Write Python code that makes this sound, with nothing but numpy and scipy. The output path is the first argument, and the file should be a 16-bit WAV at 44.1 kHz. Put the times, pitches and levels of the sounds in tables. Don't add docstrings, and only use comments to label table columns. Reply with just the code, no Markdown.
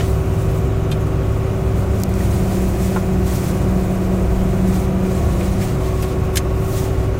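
import sys
import numpy as np
from scipy import signal
from scipy.fft import irfft
from scipy.io import wavfile
from scipy.ndimage import uniform_filter1d

SR = 44100
rng = np.random.default_rng(int(sys.argv[2]) if len(sys.argv) > 2 else 0)


def makeup_ratio(level_db):
    decades = np.asarray(level_db, float) / 20
    return 10 ** decades


def generate_wav(sig):
    pcm = np.round(np.clip(np.atleast_2d(sig).T, -1, 1) * 32767).astype(np.int16)
    wavfile.write(sys.argv[1], SR, pcm)


N = 317079
T = np.arange(N) / SR
COARSE_S = T[::16]

# time_s, speed_rpm
ENGINE_SPEED = [(0.0, 2088), (0.3, 2093), (1.3, 2097), (2.1, 2084), (2.9, 2082), (3.45, 2069), (4.1, 2079),
                (4.6, 2081), (5.1, 2065), (6.0, 2051), (6.6, 2074), (6.9, 2080), (7.19, 2080)]
# time_s, load_0_to_1
ENGINE_LOAD = [(0, 0.35), (1.5, 0), (2, 0.6), (2.5, 1), (3.3, 0.86), (4, 0.96), (4.6, 1), (5.2, 0.9),
               (5.55, 0.75), (5.8, 0.16), (6, 0.3), (7.19, 0.06)]
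MEAN_RPM = 2080
FIRING, PUMP, EXHAUST = 6, 22, 9
# light_load_db, heavy_load_db, slope_db_per_10rpm, waver_db
MAIN_TONES = [
    (-23, -25, 1, 0.5),
    (-28, -31, -0.2, 1.05),
    (-29.5, -35, 0.7, 1.2),
]
# cycle_multiple, light_load_db, heavy_load_db
ENGINE_HARMONICS = [(1, -41, -47), (2, -34, -34), (4, -40, -41), (5, -44, -45), (7, -40, -38),
                    (8, -37, -36), (10, -42, -38), (11, -40, -39), (12, -45, -37), (13, -57, -47),
                    (14, -47, -44), (15, -39, -40), (16, -42, -54), (18, -44, -40), (20, -45, -32),
                    (21, -39, -41), (27, -49, -50), (28, -49, -51), (30, -46, -43), (31, -49, -56),
                    (32, -47, -42), (34, -48, -49), (38, -48, -41), (40, -56, -45), (41, -48, -46),
                    (42, -54, -46), (47, -53, -47), (56, -56, -48)]
# cycle_multiple, light_load_db, heavy_load_db
VALVE_TONES = [(39, -54, -46), (43, -51, -48), (44, -55, -47)]
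VALVE_LOWEST, VALVE_HIGHEST, VALVE_KNOCK_S = 38, 44, 4.31
# pitch_hz, width_hz, level_db
BLOCK_MODES = [(570, 230, 0), (606, 72, -1.5), (737, 120, -6), (958, 22, -10.5), (1174, 41, -7.5),
               (1268, 29, -7.5), (1340, 190, -12), (1521, 46, -11), (1694, 46, -18), (2118, 53, -17),
               (2197, 22, -18.5), (2550, 48, -34), (2880, 36, -17)]

# cycle_multiple, light_load_db, heavy_load_db
CLATTER_LINES = [(26, -50, -52), (33, -49, -52), (49, -56, -53), (54, -55, -55), (58, -64, -55),
                 (60, -66, -54), (66, -54, -55), (68, -55, -56), (70, -56, -55), (71, -58, -60),
                 (72, -57, -58), (75, -58, -60), (77, -56, -59), (78, -56, -60), (79, -58, -62),
                 (80, -58, -61), (81, -58, -60), (82, -57, -62), (84, -57, -59), (87, -63, -59),
                 (88, -61, -58)]
FINE_LOWEST, FINE_END = 92, 150
FINE_LIGHT_DB, FINE_HEAVY_DB, FINE_SPREAD_DB = -68, -65, 3

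# time_s, level_db
WHINE_DRIVE = [(0, -45), (1.6, -46), (2.2, -52), (3.6, -48), (4.5, -48), (4.95, -52), (5.2, -42),
               (5.45, -44), (5.68, -54), (5.85, -41), (6.1, -42), (6.4, -41), (6.75, -43), (7.19, -46)]
WHINE_MULTIPLES = 63, 64, 65
WHINE_PANEL_HZ, WHINE_PANEL_WIDTH_HZ = 1102, 9

# time_s, lead_turns
FAN_TURNS = [(-.05, 0), (3.98, 8), (7.3, 14)]
SLOW_FAN_HZ = 61.1

# time_s, level_db
WIPER_EFFORT = [(1.2, -45), (1.8, -28), (2.3, -24), (2.6, -20), (2.8, -24.5), (3.12, -21), (3.33, -23.5),
                (3.7, -21), (4.15, -20.5), (4.35, -23.5), (4.67, -18), (4.85, -22.5), (5.05, -19.5),
                (5.3, -27), (5.47, -20), (5.62, -24), (5.8, -32), (6.1, -40)]
WIPER_FREE_HZ, WIPER_SAG_HZ, WIPER_SLOWEST_S, WIPER_SAG_S = 189.6, 3.8, 3.95, 1.3
WIPER_OCTAVE_DB = -16.5

# time_s, peak_db, low_hz, high_hz, t60_s
TICKS = [(.008, -32, 1100, 3480, 0.03), (.912, -33, 10800, 11800, .03), (.9165, -32, 2300, 4600, .06),
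         (.915, -31, 1500, 15000, 0.14), (.9255, -28, 2600, 4500, 0.045), (1.009, -33, 10800, 12500, .015),
         (1.999, -29, 6000, 11000, .02), (2.018, -27, 6500, 15000, .02), (2.0352, -18, 4200, 8500, 0.0089),
         (2.037, -33, 3000, 9000, 0.033), (2.092, -26, 12000, 15700, .01), (2.14, -28, 5000, 9000, .006),
         (2.204, -24, 1700, 2050, .05), (2.208, -31, 2000, 3000, .04), (2.685, -32, 10500, 15700, .12),
         (2.96, -25, 600, 1000, 0.07), (2.96, -28, 1000, 1600, .07), (2.961, -30, 1700, 3500, .07),
         (5.409, -28, 1890, 3200, 0.08), (5.615, -27, 1600, 2600, .09), (6.023, -24.5, 3500, 15500, 0.11),
         (6.027, -23, 1100, 3200, .07), (6.355, -24, 6000, 15500, .09), (6.357, -17.5, 1600, 15500, 0.1),
         (6.37, -10, 2300, 10000, 0.048), (6.372, -20, 9000, 15700, 0.042),
         (6.375, -13.5, 1600, 11000, 0.058), (6.377, -23.5, 1500, 2020, 0.07), (.918, -35, 1200, 2000, .12),
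         (.921, -31, 3600, 4600, .04), (.9165, -32, 3500, 6000, .07), (.913, -33, 7800, 8600, .05),
         (6.3735, -15, 8800, 10200, .03), (2.207, -29, 1550, 2050, .06), (5.408, -25, 2200, 2450, .07)]
# time_s, level_db, low_hz, high_hz
CONTACTS = [(.0074, -4, 900, 3300), (.0076, -13, 3000, 6500), (2.0357, -2, 3900, 5500),
            (2.0358, -6, 9200, 11800), (2.0356, 4, 5600, 8600), (2.0355, 3, 12300, 15600),
            (2.1395, -8, 5000, 6500), (2.1395, -11, 7000, 9200), (2.0925, -14, 12500, 15700),
            (6.3702, -2, 2300, 14000), (6.3745, -5, 3000, 11000), (6.357, -12, 3000, 12000)]
# pitch_hz, tapped_db, snapped_db, t60_s
CATCH_MODES = [(1600, -1, -1, 0.054), (1704, -4, 2.5, 0.044), (2110, -12, -2, 0.053), (2200, -14, -1, .05),
               (2740, -14, -5, .05), (2470, -4, -2.5, 0.075), (2690, -5, -9, 0.062), (3000, -6, 3, 0.04),
               (3140, 1, -4, 0.05), (3370, 0.5, -4, 0.039), (3576, 3, 3, 0.045), (4160, -2, 1, 0.047),
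               (4870, -10, -9, 0.05), (6420, -7, 1, 0.066), (6950, -10, 2, 0.04), (7560, -14, -1, 0.054),
               (8100, -7, -6, 0.039), (8250, -12, -3, 0.046), (9570, -9, -14, 0.064),
               (9600, -18, -13, 0.032)]
# time_s, level_db, snapped_0_or_1
CATCH_HITS = [
    (.913, -41, 0),
    (.9165, -30.5, 0),
    (.926, -38, 0),
    (6.358, -32, 1),
    (6.37, -25.5, 1),
    (6.374, -28, 1),
    (6.378, -34, 1),
]
# pitch_hz, level_db, t60_s
PANEL_MODES = [(645, -4, 0.12), (720, 3, .025), (770, -3, .04), (1420, -6, .015), (850, -3.5, 0.068),
               (1032, -3, 0.093), (1290, -6, 0.046), (1400, -6.5, 0.072), (1776, -14, .05),
               (2230, -16, .05)]
# time_s, level_db
PANEL_HITS = [
    (2.9614, -17),
    (2.967, -26),
    (2.9715, -25),
]
# pitch_hz, level_db, t60_s
SWITCH_MODES = [(1080, -21, .016), (1310, -19, .018), (1850, -21, .014), (2150, -26, .011),
                (3000, -23, .018), (5200, -30, .008)]
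SWITCH_S = .0076

# pitch_hz, level_db_per_hz
CLOTH_SPECTRUM = [(880, -24), (1500, -10), (1980, -0.5), (2250, -6.5), (4000, -5.5), (5100, -5.5),
                  (6700, -2.5), (8600, -3.5), (11900, -9), (14900, -4.5), (16000, -5)]
# peak_s, level_db, rise_s, fall_s
CLOTH_STROKES = [(.056, -37.5, 0.22, 0.12), (.43, -44.5, 0.33, .08), (.56, -43.5, .12, .06),
                 (.68, -50, .1, .02), (1.35, -50, .15, .03), (1.68, -50, 0.54, .1),
                 (1.794, -42.5, 0.086, .08), (2.02, -41, 0.14, 0.036), (2.24, -36.5, 0.15, 0.097),
                 (2.32, -37, 0.033, 0.21), (2.53, -38, .1, 0.37), (2.69, -42.5, .05, .07),
                 (2.84, -35.5, 0.095, 0.27), (3.28, -36.5, 0.039, 0.089), (3.34, -34.5, .1, 0.35),
                 (3.85, -43, 0.19, 0.059), (3.94, -42.5, .07, 0.058), (4.04, -43, .04, .055),
                 (4.16, -48, .08, .04), (4.56, -44.5, 1.1, 0.14), (4.69, -41.5, .05, .08),
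                 (4.75, -36.5, 0.088, .13), (5.13, -40, 0.13, 0.42), (5.49, -38, 0.25, 0.083),
                 (5.62, -36, 0.054, 0.13), (5.7, -44, .08, 0.056), (5.88, -39.5, 0.12, 0.087),
                 (6.02, -39, .09, 0.17), (6.78, -33, 0.15, 0.1), (6.858, -39, .1, 0.031),
                 (6.99, -46, .06, 0.089), (3.49, -41, .05, .05), (4.8, -43, .03, 0.028)]
# time_s, level_db
SHORT_SCUFFS = [(.272, -50), (1.01, -47), (1.072, -46), (2.09, -47), (4.22, -50), (6.252, -44), (6.34, -41),
                (7.041, -46), (7.185, -48)]
# time_s, tilt_db
SLEEVE_TILT = [(0, 6), (.08, 0), (.6, -1.5), (2.0, 0.5), (4.3, 0), (5.6, 2), (6.1, 2.5), (6.6, -2.5),
               (7.19, 4.5)]
SCUFF_RISE_S, SCUFF_FALL_S, CLOTH_BED_DB = 0.01, .025, -62
STROKE_DB = 12
ROUND_TOP = 0.15

# time_s, level_db, length_s
TRACK_THUDS = [(.51, -19, .08), (.99, -23, .12), (1.46, -29, .1), (1.8, -34, .4), (2.42, -24, .08),
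               (2.7, -30, .5), (3.58, -22, .12), (4.41, -18, .3), (4.66, -21, .1), (4.815, -11, 0.05),
               (5.06, -19, .12), (5.328, -20, .08), (5.51, -21, .08), (6.23, -29, .2), (6.47, -27, .12),
               (7.05, -28, .4)]
# time_s, level_db, length_s
FLOOR_BOOMS = [(.1, -20, 1), (.66, -21, 0.15), (0.947, -22, 0.092), (1.34, -25.5, .2), (1.652, -23, .3),
               (1.905, -17.5, 0.17), (2.31, -20.5, .15), (2.6, -24, 0.7), (3.263, -20, 0.11),
               (3.573, -21, 0.1), (4.35, -26, 0.59), (4.73, -27, .07), (4.93, -24, 0.13),
               (5.255, -15, 0.14), (5.43, -26, .08), (5.57, -19, 0.091), (6.23, -21, 0.22),
               (6.41, -22, .06), (6.85, -25, 0.55)]
THUD_BED_DB, BOOM_BED_DB, FLOOR_DB = -45, -30.5, -2.5

# pitch_hz, level_db_per_hz
ROAR_SPECTRUM = [(14, -31), (40, -11.5), (85, -17.5), (125, -5.5), (190, -12.5), (230, -17.5), (370, -17),
                 (420, -21), (680, -23.5), (850, -30.5), (1030, -32), (1150, -31), (1400, -33.5),
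                 (1600, -39), (2700, -40.5), (4200, -52.5)]
# pitch_hz, level_db_per_hz
AIR_SPECTRUM = [(2060, -28), (3500, -1), (4490, -2), (6740, -0.5), (12200, -9.5), (14500, -4), (15200, -5),
                (16000, -11)]
AIR_DB = -47.5
EDGE_HZ = 15870


def evened(x):
    return x / np.sqrt(np.mean(x ** 2) + 1e-20)


def steadied(x):
    return evened(x / (uniform_filter1d(x ** 2, size=3000) + 0.11) ** 0.5)


def curves(rows, t=T):
    s, *columns = np.transpose(rows)
    return [np.interp(t, s, c) for c in columns]


def drift(rate_hz, count):
    steps_s = np.arange(int(N / SR * rate_hz) + 3) / rate_hz
    return [np.interp(T, steps_s, row) for row in rng.standard_normal((count, len(steps_s)))]


def add(mix, s, sound):
    part = mix[round(s * SR):][:len(sound)]
    part += sound[:len(part)]


def tone(cycles, db):
    return np.sqrt(2) * makeup_ratio(db) * np.sin(2 * np.pi * cycles)


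def resonate(x, hz, width_hz):
    r = np.exp(-np.pi * width_hz / SR)
    pole = r * np.exp(2j * np.pi * min(hz, .45 * SR) / SR)
    return 2 * signal.lfilter([1 - r], [1, -pole], x).real


def ring_modes(hz, db, t60_s, start_cycles):
    t = np.arange(6000)[:, None] / SR
    onset = np.minimum(t / 0.00067, 1)
    modes = makeup_ratio(db - 60 * t / t60_s) * np.sin(2 * np.pi * (hz * t + start_cycles))
    return (modes * onset).sum(axis=1)


def bandpass(x, low_hz, high_hz):
    return signal.sosfilt(signal.butter(3, [low_hz, high_hz], "band", fs=SR, output="sos"), x)


def noise(spectrum, size, patchy_db, shape_db=None):
    hop, hz = size // 4, np.fft.rfftfreq(size, 1 / SR)
    a, b, patches = rng.standard_normal((N // hop + 6, len(hz), 3)).T
    patches = uniform_filter1d(patches, size=9, axis=0)
    patches = evened(uniform_filter1d(patches, size=9, axis=1))
    f, level_db = np.transpose(spectrum)
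    colour_db = np.interp(np.log(hz + 1), np.log(f + 1), level_db, left=-70, right=-90)
    db = colour_db[:, None] + patchy_db * patches
    if shape_db:
        db = db + shape_db(hz[:, None], np.arange(db.shape[1]) * hop / SR)
    return evened(signal.istft((a + 1j * b) * makeup_ratio(db), nperseg=size, noverlap=size - hop)[1][:N])


def strokes(rows, bed_db):
    power = makeup_ratio(bed_db) ** 2
    for s, db, rise_s, fall_s in rows:
        away = np.maximum((s - COARSE_S) / rise_s, (COARSE_S - s) / fall_s)
        away = np.hypot(away, ROUND_TOP) - ROUND_TOP
        power = power + makeup_ratio(db - STROKE_DB * away) ** 2
    return np.interp(T, COARSE_S, np.sqrt(power))


def engine_state():
    rpm = curves(ENGINE_SPEED)[0]
    load = np.clip(curves(ENGINE_LOAD)[0], 0, 1)
    return rpm, load, np.cumsum(rpm) / 120 / SR


def engine():
    rpm, load, cycle = engine_state()
    firing_db, pump_db, exhaust_db = [
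        light_db + load * (heavy_db - light_db) + slope_db * (rpm - MEAN_RPM) / 10 + waver_db * w
        for (light_db, heavy_db, slope_db, waver_db), w in zip(MAIN_TONES, drift(3.0, count=3))]
    pump_db = pump_db + 0.71 * load * drift(16.0, count=1)[0]
    out = tone(FIRING * cycle, firing_db) + tone(PUMP * cycle, pump_db) + tone(EXHAUST * cycle, exhaust_db)
    rows = list(ENGINE_HARMONICS) + list(VALVE_TONES)
    wander, start = drift(6.0, count=len(rows)), rng.random(len(rows))
    for (k, light_db, heavy_db), w, phase in zip(rows, wander, start):
        if VALVE_LOWEST <= k <= VALVE_HIGHEST:
            phase = .25 - k * cycle[round(VALVE_KNOCK_S * SR)] + .2 * w
            w = .25 * wander[-1] + .8 * w
        unsteady_db = (1 + k / 40) * w
        out += tone(round(k) * cycle + phase, light_db + load * (heavy_db - light_db) + unsteady_db)
    return out


def block_knock():
    _, load, cycle = engine_state()
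    firing = np.floor(cycle * FIRING).astype(int)
    at = np.flatnonzero(np.diff(firing)) + 1
    strength = makeup_ratio(2.0 * rng.standard_normal(len(at)))
    delay = rng.integers(0, 3, len(at))
    paths = rng.standard_normal((FIRING, 900)) * np.exp(-np.arange(900) / 260.)
    knocks = np.zeros(N)
    for c, cylinder_db in enumerate([0, -3, -1.5, -4, -1.2, -3]):
        train = np.zeros(N)
        mine = firing[at] % FIRING == c
        train[at[mine] - delay[mine]] = strength[mine]
        knocks += makeup_ratio(cylinder_db) * signal.oaconvolve(train, paths[c])[:N]
    ringing = np.zeros(N)
    for hz, width_hz, db in BLOCK_MODES:
        ringing += makeup_ratio(db) * evened(resonate(resonate(knocks, hz, width_hz), hz, 2 * width_hz))
    return makeup_ratio(-38.0 + 1.2 * load) * evened(ringing)


def clatter():
    _, load, cycle = engine_state()
    multiples = range(FINE_LOWEST, FINE_END)
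    spread_db = FINE_SPREAD_DB * rng.standard_normal(len(multiples))
    fine = [(k, FINE_LIGHT_DB + d, FINE_HEAVY_DB + d) for k, d in zip(multiples, spread_db)]
    k, *levels_db = np.transpose(list(CLATTER_LINES) + fine)
    lines = np.zeros((2, 2, 2049), complex)
    phases = np.exp(2j * np.pi * rng.random((2, len(k))))
    lines[:, :, k.astype(int)] = makeup_ratio(np.array(levels_db))[:, None] * phases
    cycles = irfft(lines) * 4096 / np.sqrt(2)
    grid = np.arange(4096) / 4096
    (light_a, light_b), (heavy_a, heavy_b) = [
        [np.interp(cycle % 1, grid, one, period=1) for one in pair] for pair in cycles]
    blend = .35 * drift(2.5, count=1)[0]
    version_a = light_a + load * (heavy_a - light_a)
    version_b = light_b + load * (heavy_b - light_b)
    return np.cos(blend) * version_a + np.sin(blend) * version_b


def whine():
    rpm, _, cycle = engine_state()
    drive_db = curves(WHINE_DRIVE)[0]
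    out = np.zeros(N)
    for k, flutter in zip(WHINE_MULTIPLES, drift(8.0, count=3)):
        detuning = (k * rpm / 120 - WHINE_PANEL_HZ) / WHINE_PANEL_WIDTH_HZ
        off_db = 10 * np.log10(1 + detuning ** 2)
        out += tone(k * cycle, drive_db - off_db + 1.5 * flutter)
    return out


def fans():
    slow = SLOW_FAN_HZ * T
    gained = curves(FAN_TURNS)[0] + .5
    a, b = drift(1.0, count=2)
    return tone(slow, -27.5 + a) + tone(slow + gained, -27 + b)


def wiper():
    hz = WIPER_FREE_HZ - WIPER_SAG_HZ * np.exp(-((T - WIPER_SLOWEST_S) / WIPER_SAG_S) ** 2)
    db = curves(WIPER_EFFORT)[0]
    turns = np.cumsum(hz) / SR
    octave = tone(2 * turns, db + WIPER_OCTAVE_DB)
    return octave + tone(turns, db + 1.5 * drift(26.0, count=1)[0])


def clicks():
    out, t = np.zeros(N), np.arange(6000) / SR
    hisses = rng.standard_normal((len(TICKS), len(t)))
    for (s, db, low_hz, high_hz, t60_s), hiss in zip(TICKS, hisses):
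        gain = makeup_ratio(db - 6 - 60 * t / t60_s) * np.minimum(t / .0002, 1)
        add(out, s, gain * evened(bandpass(hiss, low_hz, high_hz)))
    for s, db, low_hz, high_hz in CONTACTS:
        add(out, s, makeup_ratio(db) * bandpass(1. * (t == 0), low_hz, high_hz))
    hz, tap_db, snap_db, t60_s = np.transpose(CATCH_MODES)
    for s, db, snapped in CATCH_HITS:
        mode_db = snap_db if snapped > .5 else tap_db
        add(out, s, ring_modes(hz, db + mode_db, t60_s, rng.random(len(hz))))
    add(out, SWITCH_S, ring_modes(*np.transpose(SWITCH_MODES), 0))
    hz, mode_db, t60_s = np.transpose(PANEL_MODES)
    for s, db in PANEL_HITS:
        add(out, s, ring_modes(hz, db + mode_db, t60_s, .5 + .1 * rng.random(len(hz))))
    return out


def rustle():
    scuffs = [(s, db, SCUFF_RISE_S, SCUFF_FALL_S) for s, db in SHORT_SCUFFS]

    def tilt_db(hz, t):
        return curves(SLEEVE_TILT, t)[0] * np.clip(np.log2(8000 / (hz + 1)), -1, 2)

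    weave = makeup_ratio(1.2 * drift(45.0, count=1)[0])
    hiss = noise(CLOTH_SPECTRUM, size=256, patchy_db=1.0, shape_db=tilt_db)
    return strokes(list(CLOTH_STROKES) + scuffs, CLOTH_BED_DB) * weave * hiss


def floor():
    thud = steadied(noise([(24, -17), (34, -14), (50, 5), (57, 3)], size=8192, patchy_db=8.5))
    boom = steadied(noise([(66, -11), (72, 4), (90, -6.5), (100, -0.5)], size=8192, patchy_db=1.0))
    thud_gain = strokes([(s, db, length_s, length_s) for s, db, length_s in TRACK_THUDS], THUD_BED_DB)
    boom_gain = strokes([(s, db, length_s, length_s) for s, db, length_s in FLOOR_BOOMS], BOOM_BED_DB)
    return makeup_ratio(FLOOR_DB) * (thud_gain * thud + boom_gain * boom)


def cab_roar():
    def hull_db(hz, t):
        load = curves(ENGINE_LOAD, np.maximum(t, 2.5))[0]
        return 2.9 * (load - 1) * np.exp(-(np.log2(hz / 200 + 1e-9) / 0.29) ** 2)

    return makeup_ratio(-23.5) * noise(ROAR_SPECTRUM, size=4096, patchy_db=1.5, shape_db=hull_db)


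def air():
    return makeup_ratio(AIR_DB) * noise(AIR_SPECTRUM, size=512, patchy_db=1.3)


def scene():
    machinery = engine() + block_knock() + clatter() + whine() + fans() + wiper()
    return (machinery + clicks() + rustle() + floor() + cab_roar() + air())[None]


def low_pass(x):
    return signal.sosfilt(signal.butter(12, 15800, fs=SR, output="sos"), x)


def record(dry):
    edge = signal.firwin(511, EDGE_HZ, window=("kaiser", 9), fs=SR)
    limited = np.tanh(dry * 1.082) / 1.104
    mix = signal.oaconvolve(limited, edge[None], "same")
    return low_pass(mix)


dry = scene()
out = record(dry)
generate_wav(out)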